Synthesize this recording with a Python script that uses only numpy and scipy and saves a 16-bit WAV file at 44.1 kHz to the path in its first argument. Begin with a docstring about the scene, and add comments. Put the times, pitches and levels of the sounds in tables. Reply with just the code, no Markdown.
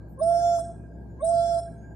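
"""On a tar road in the bush, heard from an idling vehicle, a wild dog hoots twice with its head low.
Each hoot is an almost pure gliding tone: harmonics of one pitch, with throat hiss, puffs and thin whistles.
Discrete slaps and decaying noise echoes answer it. The engine adds unsteady low tones, rumble noise and a
resonant tappet rattle; behind lie a far bird's whistled notes, a faint treble rustle and air hiss."""
import sys
import numpy as np
from scipy import signal
from scipy.fft import rfft, irfft, next_fast_len
from scipy.io import wavfile
from scipy.ndimage import uniform_filter1d, map_coordinates

SR = 44100
rng = np.random.default_rng(int(sys.argv[2]) if len(sys.argv) > 2 else 0)


def invert_db(x):
    """Field ratio 10**(x/20) for x, a level in decibels (scalar or array-like)."""
    u = np.asarray(x, float) / 20
    return 10 ** u


def generate_wav(signal):
    """Clip the signal to [-1, 1] and save it as 16-bit WAV at the path in sys.argv[1]."""
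    frames = np.transpose(np.atleast_2d(signal))
    scaled = np.clip(frames, -1, 1) * 32767
    pcm = np.round(scaled).astype(np.int16)
    wavfile.write(sys.argv[1], SR, pcm)


N = 85995
T = np.arange(N) / SR  # s

# Levels through each call. Each row: time in seconds, then levels in dB of the fundamental, of the group of
# harmonics 2-4, of the middle group 5-11, of the throat resonance group 11-16 and of the top group 16-21.
FIRST_CALL_LEVELS = [(0.17, -53, -74.5, -92.5, -87, -96), (0.18, -46, -54, -93, -88.5, -93),
                     (0.19, -48.5, -58, -101, -65, -103), (0.2, -41, -40.5, -100, -49.5, -106),
                     (0.22, -20, -62.5, -53.5, -70, -106), (0.238, -22, -59.5, -51.5, -43, -106),
                     (0.248, -22.5, -64, -58, -52, -88.5), (0.296, -19, -56, -50, -52, -86.5),
                     (0.312, -20, -57, -52.5, -61.5, -80.5), (0.35, -20, -51.5, -50, -58, -67),
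                     (0.406, -21.5, -56, -44, -62.5, -70), (0.452, -21, -53, -42, -62, -65),
                     (0.502, -24.5, -58, -44.5, -56.5, -69), (0.526, -24.5, -53, -41.5, -74, -66.5),
                     (0.564, -26.5, -52, -42.5, -59.5, -66.5), (0.582, -24.5, -61.5, -48, -61.5, -67.5),
                     (0.596, -25, -52.5, -48.5, -50.5, -69.5), (0.625, -34, -64.5, -68.5, -52.5, -71)]
SECOND_CALL_LEVELS = [(1.18, -53.5, -66, -62, -68.5, -79.5), (1.196, -64.5, -55.5, -81, -85, -98.5),
                      (1.214, -41, -40.5, -78, -65, -86), (1.232, -23, -67, -71, -80.5, -104.5),
                      (1.248, -23, -62, -74, -39.5, -78), (1.266, -24, -70, -55.5, -45, -86),
                      (1.294, -21, -58, -54.5, -45.5, -87), (1.322, -21.5, -60, -52, -57, -75),
                      (1.376, -20, -58.5, -47.5, -66, -75), (1.398, -21.5, -49.5, -46.5, -53.5, -71),
                      (1.424, -24, -54, -46.5, -59, -71.5), (1.484, -25.5, -54, -46.5, -57, -71),
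                      (1.522, -21.5, -49, -46.5, -59, -69.5), (1.534, -24, -53.5, -45.5, -55, -66),
                      (1.55, -23, -55.5, -46, -53, -73), (1.568, -24.5, -61, -53, -63, -71),
                      (1.59, -27.5, -53.5, -51, -48.5, -71), (1.61, -35.5, -90, -64, -66, -80)]
# Pitch glide of each call. Each row: time in seconds, pitch in Hz.
FIRST_CALL_PITCH = [(.17, 520), (.2, 532), (.211, 605), (.221, 650), (.24, 661), (.26, 671), (.28, 678),
                    (.31, 681.5), (.35, 683.5), (.4, 685.5), (.45, 689), (.5, 688), (.55, 683), (.575, 679),
                    (.6, 672), (.625, 672)]
SECOND_CALL_PITCH = [(1.18, 515), (1.214, 535), (1.225, 595), (1.236, 645), (1.247, 660), (1.27, 667),
                     (1.29, 673), (1.315, 681), (1.34, 678), (1.38, 679), (1.43, 681), (1.48, 682),
                     (1.53, 679), (1.56, 675), (1.6, 670)]
# Balance within the harmonic groups. 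Each row: multiple of the pitch (rounded for the sine), level
# relative to the group in dB in the first call, the same in the second call.
LOW_HARMONICS = [(2, 2.5, 1), (3, -16, -24.5), (4, -39.5, -33)]
MIDDLE_HARMONICS = [(5, -16.5, -14), (6, -25.5, -14), (7, -20.5, -15), (8, -5.5, -3), (9, -12, -19),
                    (10, -14.5, -21), (11, -15.5, -12.5)]
TOP_HARMONICS = [(15.8, -6.5, -9), (17, -0.5, -12), (18, -9.5, -15.5), (19, -8.5, -9), (20, -21.5, -3.5),
                 (21, -13.5, -3)]
# Throat resonance passed by harmonics 11-16. Each row: frequency in Hz, gain in dB.
THROAT_RESONANCE = [(7000, -47.5), (7700, -23.5), (8100, 3), (8700, -7.5), (9150, 0.5), (9500, -7),
                    (9900, -21.5), (10300, -13.5), (10900, -50.5)]
# Spectrum of the air hiss in the throat. Each row: frequency in Hz, relative level in dB.
THROAT_HISS_SPECTRUM = [(7200, -40.5), (7800, -7), (8300, 9.5), (9300, -6.5), (9700, -8), (10200, -39.5)]
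# Rough puffs of the voice. Each row: start in seconds, length in seconds, level in dB, kind (0 start, 1 break).
VOICE_PUFFS = [(.205, .05, -65, 0), (.562, .05, -51, 1), (1.215, .06, -65, 0), (1.555, .06, -55, 1)]
# Spectra of the puffs. Each row: frequency in Hz, relative level in dB.
START_PUFF_SPECTRUM = [(2800, -34), (3400, -3.5), (3900, 9), (4400, -14.5), (6000, -17), (9900, -10.5),
                       (10500, -30)]
BREAK_PUFF_SPECTRUM = [(650, -20), (800, 8), (1300, -2), (1700, -20), (3000, -34), (4500, -24), (5600, -14),
                       (8600, -8), (10800, -13), (12000, -24), (13000, -50)]
# Thin whistles in the calls. Each row: start in seconds, length in seconds, from Hz, to Hz, level in dB.
VOICE_WHISTLES = [(0.187, 0.04, 9125, 9170, -55), (0.221, 0.1, 9130, 9370, -55),
                  (1.2, .06, 8580, 8600, -61), (1.206, 0.11, 9210, 9250, -61.5),
                  (0.589, .03, 8480, 8610, -47.5), (1.583, 0.033, 9720, 9535, -50.5),
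                  (1.275, .03, 6250, 6320, -59), (1.295, .03, 6450, 6300, -64),
                  (.205, .04, 3450, 3950, -66), (1.215, .05, 3450, 3900, -65)]
# Stereo place of the direct voice. Each row: frequency in Hz, left minus right level in dB.
DOG_LEVEL_DIFFERENCE = [(300, 13.5), (680, -6.5), (1350, 5.5), (3400, -0.5), (5400, 2.5), (7000, 5.5),
                        (9000, 16), (14000, 11.5)]
# Each row: frequency in Hz, phase lead of left over right in radians.
DOG_PHASE_LEAD = [(680, 0.51), (1380, -1.72), (3400, -2), (4100, 2), (5500, -1.6), (7000, -1.56),
                  (8300, -2.5), (12000, 3.3)]
# Discrete slaps. Each row: delay in seconds, level in dB before the slap filter.
SLAPS = [(.045, -26.5), (.08, -28), (.112, -10), (.15, -31), (.21, -31.5)]
# Level of the scattered echoes. Each row: frequency in Hz, gain in dB.
BUSH_GAIN = [(700, -29), (1400, -19), (3500, -14), (9000, -8), (14000, -16)]
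# Their decay. Each row: frequency in Hz, time to fall by 60 dB in seconds.
BUSH_T60 = [(400, 1), (1400, 0.95), (5000, 0.34), (9000, 0.44), (14000, 0.033)]
# Engine orders. Each row: frequency in Hz, level in dB, unsteadiness in dB.
ENGINE_ORDERS = [(62.6, -45, 1.5), (113, -48.5, 2.5), (165.5, -52, 2.2), (225, -60, 2)]
# Spectrum of the rumble. Each row: frequency in Hz, relative level in dB.
RUMBLE_SPECTRUM = [(15, -34.5), (25, -19), (45, -16.5), (80, -10), (98, -2.5), (135, -4), (192, -4),
                   (269, -9), (340, -8), (501, -16.5), (624, -15.5), (763, -24), (888, -26), (1000, -32),
                   (1160, -43), (1400, -41), (1820, -80.5), (3080, -120)]
# Correlation of the two channels of diffuse noise. Each row: frequency in Hz, correlation from -1 to 1.
CHANNEL_CORRELATION = [(60, -0.3), (130, 0.97), (290, 0.83), (640, 0.36), (1400, 0.87), (3090, 0.65),
                       (6790, -0.01), (14900, 0.6)]
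# Stereo tilt of noise and engine tones. Each row: frequency in Hz, left minus right level in dB.
CABIN_LEVEL_DIFFERENCE = [(60, 1), (110, 1), (200, -1.5), (380, 3.5), (700, -3.5), (1290, -9.5),
                          (2370, 2.5), (4380, 2.5), (8090, 1), (14900, 1)]
# Notes of the far bird. Each row: start in seconds, length in seconds, from Hz, to Hz, level in dB.
BIRD_NOTES = [(1.765, .19, 6380, 6900, -74), (.93, .04, 6900, 7100, -85), (1.08, .1, 6880, 6900, -85),
              (.08, .04, 9250, 9250, -87), (.11, .05, 8000, 8000, -87), (.75, .13, 2480, 2460, -83)]
# Treble rustle. Each row: start in seconds, length in seconds, level in dB.
RUSTLES = [(0.08, 0.07, -73)]
# Spectrum of the air hiss. Each row: frequency in Hz, relative level in dB.
AIR_HISS_SPECTRUM = [(1120, -37), (1900, -10), (2200, -6), (3420, -18), (7120, -10), (8120, -17),
                     (12500, -18), (15400, -26), (15700, -90)]

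JITTER = .0006  # share of the pitch
SETTLED_HZ = 652  # harmonics from the 5th up and throat hiss are full once the pitch reaches this
EDGE_S, EDGE_FRAY = .04, 4  # the voice is rougher at start and end
LATE_S, LATE_DB = .07, -22  # harmonics 9-11 of the middle group come in late
DIP_HZ, DIP_WIDTH_HZ, DIP_DB = 600, 40, -16  # harmonics 2-4 dip as the pitch passes here
SIXTH_DB = 9  # swell of the 6th harmonic where the voice is rough
TOP_TILT = 0.084  # dB per dB the top group weakens, per multiple above the 16th
WAVER_DB, WAVER_RATE, FRAY_RAD = 2.5, 20, .3  # level and phase unsteadiness of harmonics; knots a second
THROAT_HISS_DB = -8  # relative to the throat resonance group
SLAP_LOW_HZ, SLAP_STEEP = 635, 24  # slaps carry the held tone, hardly the scoop under it
BUSH_GAP_S = .03
FAR_DB, FAR_T60 = -21, 6.2  # faint late echoes of the low tone: relative dB, s
RUMBLE_DB, HISS_DB = -46, -81
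UNEVEN_HZ, UNEVEN_DB = 720, 4  # above this, rumble and air hiss drift slowly in level
RATTLE_HZ, RATTLE_WIDTH_HZ, RATTLE_DB = 1605.6, 72.5, -65
RATTLE_RATE, RATTLE_SPREAD_DB = 17, 2  # beats a second, irregularity


def unit(x):
    """Normalisation to an rms value of 1."""
    return x / np.sqrt(np.mean(x ** 2) + 1e-20)


def along(points, hz):
    """Interpolation of (Hz, value) points on a logarithmic frequency axis."""
    f, v = np.transpose(points)
    return np.interp(np.log(hz + 1), np.log(f + 1), v)


def wobble(rate):
    """Slow random modulation: a spline through up to 199 normal deviates, rate knots a second, then held."""
    return map_coordinates(rng.standard_normal(200), [np.clip(T * rate, 0, 198)])


def filtered(x, response):
    """Linear filtering: the spectrum is multiplied by a complex response of frequency."""
    m = next_fast_len(N + SR // 2)
    return irfft(rfft(x, m) * response(np.fft.rfftfreq(m, 1 / SR)), m)[..., :N]


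def sides(db, rad=0):
    """Interaural cues: left and right gains with a given level and phase difference."""
    left = invert_db(db / 2) * np.exp(.5j * rad)
    right = invert_db(-db / 2) * np.exp(-.5j * rad)
    return np.array([left, right]) * 2 / (invert_db(db / 2) + invert_db(-db / 2))


def swell(start, length):
    """Amplitude envelope: a half sine raised to a power gives a soft rise and fall."""
    return np.sin(np.pi * np.clip((T - start) / length, 0, 1)) ** .7


def note(s, length, from_hz, to_hz, db, flutter_db):
    """Frequency modulation: a thin sine glides to its mark and slightly back, with random flutter."""
    glide = np.sin(np.clip((T - s) / length, 0, 1) * 2)
    hz = from_hz + (to_hz - from_hz) * glide + 15 * wobble(40)
    level = np.sqrt(2) * invert_db(db + flutter_db * wobble(40)) * swell(s, length)
    return level * np.sin(2 * np.pi * np.cumsum(hz) / SR)


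def rush(spectrum, patchy_db, slow_db=0):
    """Diffuse noise: shaped stereo noise of rms 1, its gain random over time and frequency."""
    z = signal.stft(rng.standard_normal((2, N)), nperseg=512)[2]
    patches = uniform_filter1d(uniform_filter1d(rng.standard_normal(z.shape[1:]), 4, 0), 10, 1)
    drift = uniform_filter1d(uniform_filter1d(rng.standard_normal(z.shape[1:]), 5, 0), 30, 1)
    slow_db = slow_db * (np.arange(len(z[0])) * SR / 512 > UNEVEN_HZ)[:, None]
    gain = invert_db(patchy_db * unit(patches) + slow_db * unit(drift))
    pair = signal.istft(z * gain, nperseg=512)[1][:, :N]

    def mid_side(hz):
        # the share of mid to side noise sets the correlation of left and right
        turn = np.arccos(np.clip(along(CHANNEL_CORRELATION, hz), -1, 1)) / 2
        return invert_db(along(spectrum, hz)) * np.array([np.cos(turn), np.sin(turn)])

    mid, side = filtered(pair, mid_side)
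    stereo = np.array([mid + side, mid - side])
    return unit(filtered(stereo, lambda hz: sides(along(CABIN_LEVEL_DIFFERENCE, hz))))


def hoot(rows, glide, column):
    """Harmonic synthesis: sines on multiples of one pitch, in groups of own level, plus throat hiss."""
    s, *dbs = np.transpose(rows)
    gate = np.clip(np.minimum(T - s[0], s[-1] - T) / 0.013, 0, 1)
    pitch = uniform_filter1d(np.interp(T, *np.transpose(glide)), size=300) * (1 + JITTER * wobble(60))
    phase = 2 * np.pi * np.cumsum(pitch) / SR
    tone, second, middle, high, top = [uniform_filter1d(np.interp(T, s, d), size=300) for d in dbs]
    onset = np.exp(-((T - s[0] - EDGE_S) / EDGE_S) ** 2)
    ending = np.exp(-((T - s[-1] + EDGE_S / 2) / EDGE_S * 2) ** 2)
    rough = 1 + EDGE_FRAY * (onset + ending)

    def sine(k, db, waver):
        level = np.sqrt(2) * invert_db(db + waver * wobble(WAVER_RATE))
        start_phase = rng.uniform(0, 2 * np.pi)
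        fray = FRAY_RAD * rough * waver / WAVER_DB * wobble(120)
        return level * np.sin(k * phase + start_phase + fray)

    second = second + DIP_DB * np.exp(-((pitch - DIP_HZ) / DIP_WIDTH_HZ) ** 2)
    late = LATE_DB * np.exp(-(np.clip(T - s[0] - EDGE_S, 0, 1) / LATE_S) ** 2)
    sixth = SIXTH_DB * (rough - 1) / EDGE_FRAY
    low = sine(1, tone, 0)
    for row in LOW_HARMONICS:  # the higher, the less steady
        low = low + sine(round(row[0]), second + row[column], WAVER_DB * (row[0] - 1))
    upper = np.zeros(N)
    for row in MIDDLE_HARMONICS:
        k = round(row[0])
        upper += sine(k, middle + row[column] + late * (row[0] > 8.5) + sixth * (k == 6), WAVER_DB)
    for k in range(11, 17):
        upper += sine(k, high + along(THROAT_RESONANCE, k * pitch), WAVER_DB)
    for row in TOP_HARMONICS:
        tilt = TOP_TILT * (row[0] - 16) * (top - top.max())
        upper += sine(round(row[0]), top + row[column] + tilt, WAVER_DB)
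    hiss = unit(filtered(rng.standard_normal(N), lambda f: invert_db(along(THROAT_HISS_SPECTRUM, f))))
    upper += invert_db(THROAT_HISS_DB + high) * hiss * (1 + .5 * np.sin(phase))  # pulses with the voice
    return gate * (low + upper * np.clip((pitch - SETTLED_HZ) / 12 + 1, 0, 1))


def puffs():
    """Turbulence: short bursts of shaped noise where the voice starts and breaks."""
    kinds = [unit(filtered(rng.standard_normal(N), lambda f: invert_db(along(p, f))))
             for p in (START_PUFF_SPECTRUM, BREAK_PUFF_SPECTRUM)]
    return sum(invert_db(db) * swell(s, length) ** 2 * kinds[round(kind)] for s, length, db, kind in VOICE_PUFFS)


def voice_whistles():
    """Narrow tones: thin gliding sines near the start and end of each call."""
    return sum(note(*w, flutter_db=4.5) for w in VOICE_WHISTLES)


def slaps(x):
    """Discrete reflection: delayed copies of the voice, band-limited to its held low tone."""
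    def response(hz):
        delays = sum(invert_db(db) * np.exp(-2j * np.pi * hz * s) for s, db in SLAPS)
        treble_loss = 1 + (hz / 1200) ** 4
        bass_loss = 1 + (SLAP_LOW_HZ / (hz + 1)) ** SLAP_STEEP
        return sides(-2 + 0 * hz) * delays / treble_loss / bass_loss

    return filtered(x, response)


def bush(x):
    """Reverberation: scattered echoes from grass and thicket, each frequency decaying at its own speed."""
    hz, t, z = signal.stft(rng.standard_normal((2, SR)), SR, nperseg=256)
    near = invert_db(-60 * t / along(BUSH_T60, hz)[:, None])
    far = invert_db(FAR_DB - 60 * t / FAR_T60) * (hz < 900)[:, None]
    tail = signal.istft(z * (near + far), SR, nperseg=256)[1]
    tail = np.array([tail[0] + 0.14 * tail[1], tail[0] - 0.14 * tail[1]])
    delayed = np.pad(x, (int(BUSH_GAP_S * SR), 0))[None]
    return signal.fftconvolve(delayed, tail / np.linalg.norm(tail[0]), axes=1)[:, :N]


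def dog():
    """Superposition: the two calls with puffs and whistles, as direct sound, slaps and scattered echoes."""
    first = hoot(FIRST_CALL_LEVELS, FIRST_CALL_PITCH, column=1)
    second = hoot(SECOND_CALL_LEVELS, SECOND_CALL_PITCH, column=2)
    parts = first, second, puffs() + voice_whistles()
    voice = sum(parts)
    direct = filtered(voice, lambda hz: sides(along(DOG_LEVEL_DIFFERENCE, hz), along(DOG_PHASE_LEAD, hz)))
    # each part has its own random pattern of echoes
    scattered = filtered(sum(bush(part) for part in parts), lambda hz: invert_db(along(BUSH_GAIN, hz)))
    return direct + slaps(voice) + scattered


def engine_orders():
    """Periodic excitation: low engine tones whose level, frequency and phase wander."""
    tones = np.zeros(N)
    for hz, db, unsteady in ENGINE_ORDERS:
        level = np.sqrt(2) * invert_db(db + unsteady * wobble(11))
        turns = hz * np.cumsum(1 + 0.0083 * wobble(2.7)) / SR
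        tones += level * np.sin(2 * np.pi * turns + 0.51 * unsteady * wobble(14))
    return filtered(tones, lambda hz: sides(along(CABIN_LEVEL_DIFFERENCE, hz)))


def tappet_rattle():
    """Resonance: noise pulsing at an irregular beat rings one small part, a doubled band-pass."""
    turn = np.cumsum(RATTLE_RATE * (1 + 0.31 * wobble(13))) / SR
    beat = invert_db(4.2 * np.cos(2 * np.pi * turn) + RATTLE_SPREAD_DB * wobble(10))

    def peak(f):
        damping = 1j * f * RATTLE_WIDTH_HZ
        return (damping / (RATTLE_HZ ** 2 - f * f + damping)) ** 2

    a, b = rng.standard_normal((2, N)) * beat
    return invert_db(RATTLE_DB) * unit(filtered(np.array([a + 0.41 * b, a - 0.84 * b]), peak))


def rumble():
    """Broadband noise: a low rumble, uneven in time and frequency."""
    return invert_db(RUMBLE_DB) * rush(RUMBLE_SPECTRUM, patchy_db=1.0, slow_db=UNEVEN_DB)


def engine():
    """Superposition: engine orders, rattle and rumble add linearly."""
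    return engine_orders() + tappet_rattle() + rumble()


def far_bird():
    """Amplitude panning: faint whistled notes, stronger on the left."""
    return sum(note(*b, flutter_db=2.5) for b in BIRD_NOTES) * invert_db(np.array([[2.5], [-2.5]]))


def rustle():
    """Band-limited noise: a faint treble rustle under a soft envelope."""
    spectrum = [(9000, -40), (11500, -6), (13800, 0), (14800, -3), (15500, -40)]  # Hz, dB
    fizz = rush(spectrum, patchy_db=3)
    return sum(invert_db(db) * swell(s, length) for s, length, db in RUSTLES) * fizz


def air_hiss():
    """Broadband noise: a quiet hiss of air, uneven in time and frequency."""
    return invert_db(HISS_DB) * rush(AIR_HISS_SPECTRUM, patchy_db=2.5, slow_db=UNEVEN_DB)


def scene():
    """Superposition of dog, vehicle, bird, rustle and air."""
    return dog() + engine() + far_bird() + rustle() + air_hiss()


def top_cut(x):
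    """Nothing passes above the cut-off."""
    return signal.sosfilt(signal.butter(12, 15540, fs=SR, output="sos"), x)


def record(dry):
    """Final stage of the signal chain: the finished mix of all sources goes to the output."""
    return top_cut(dry)


dry = scene()
out = record(dry)
generate_wav(out)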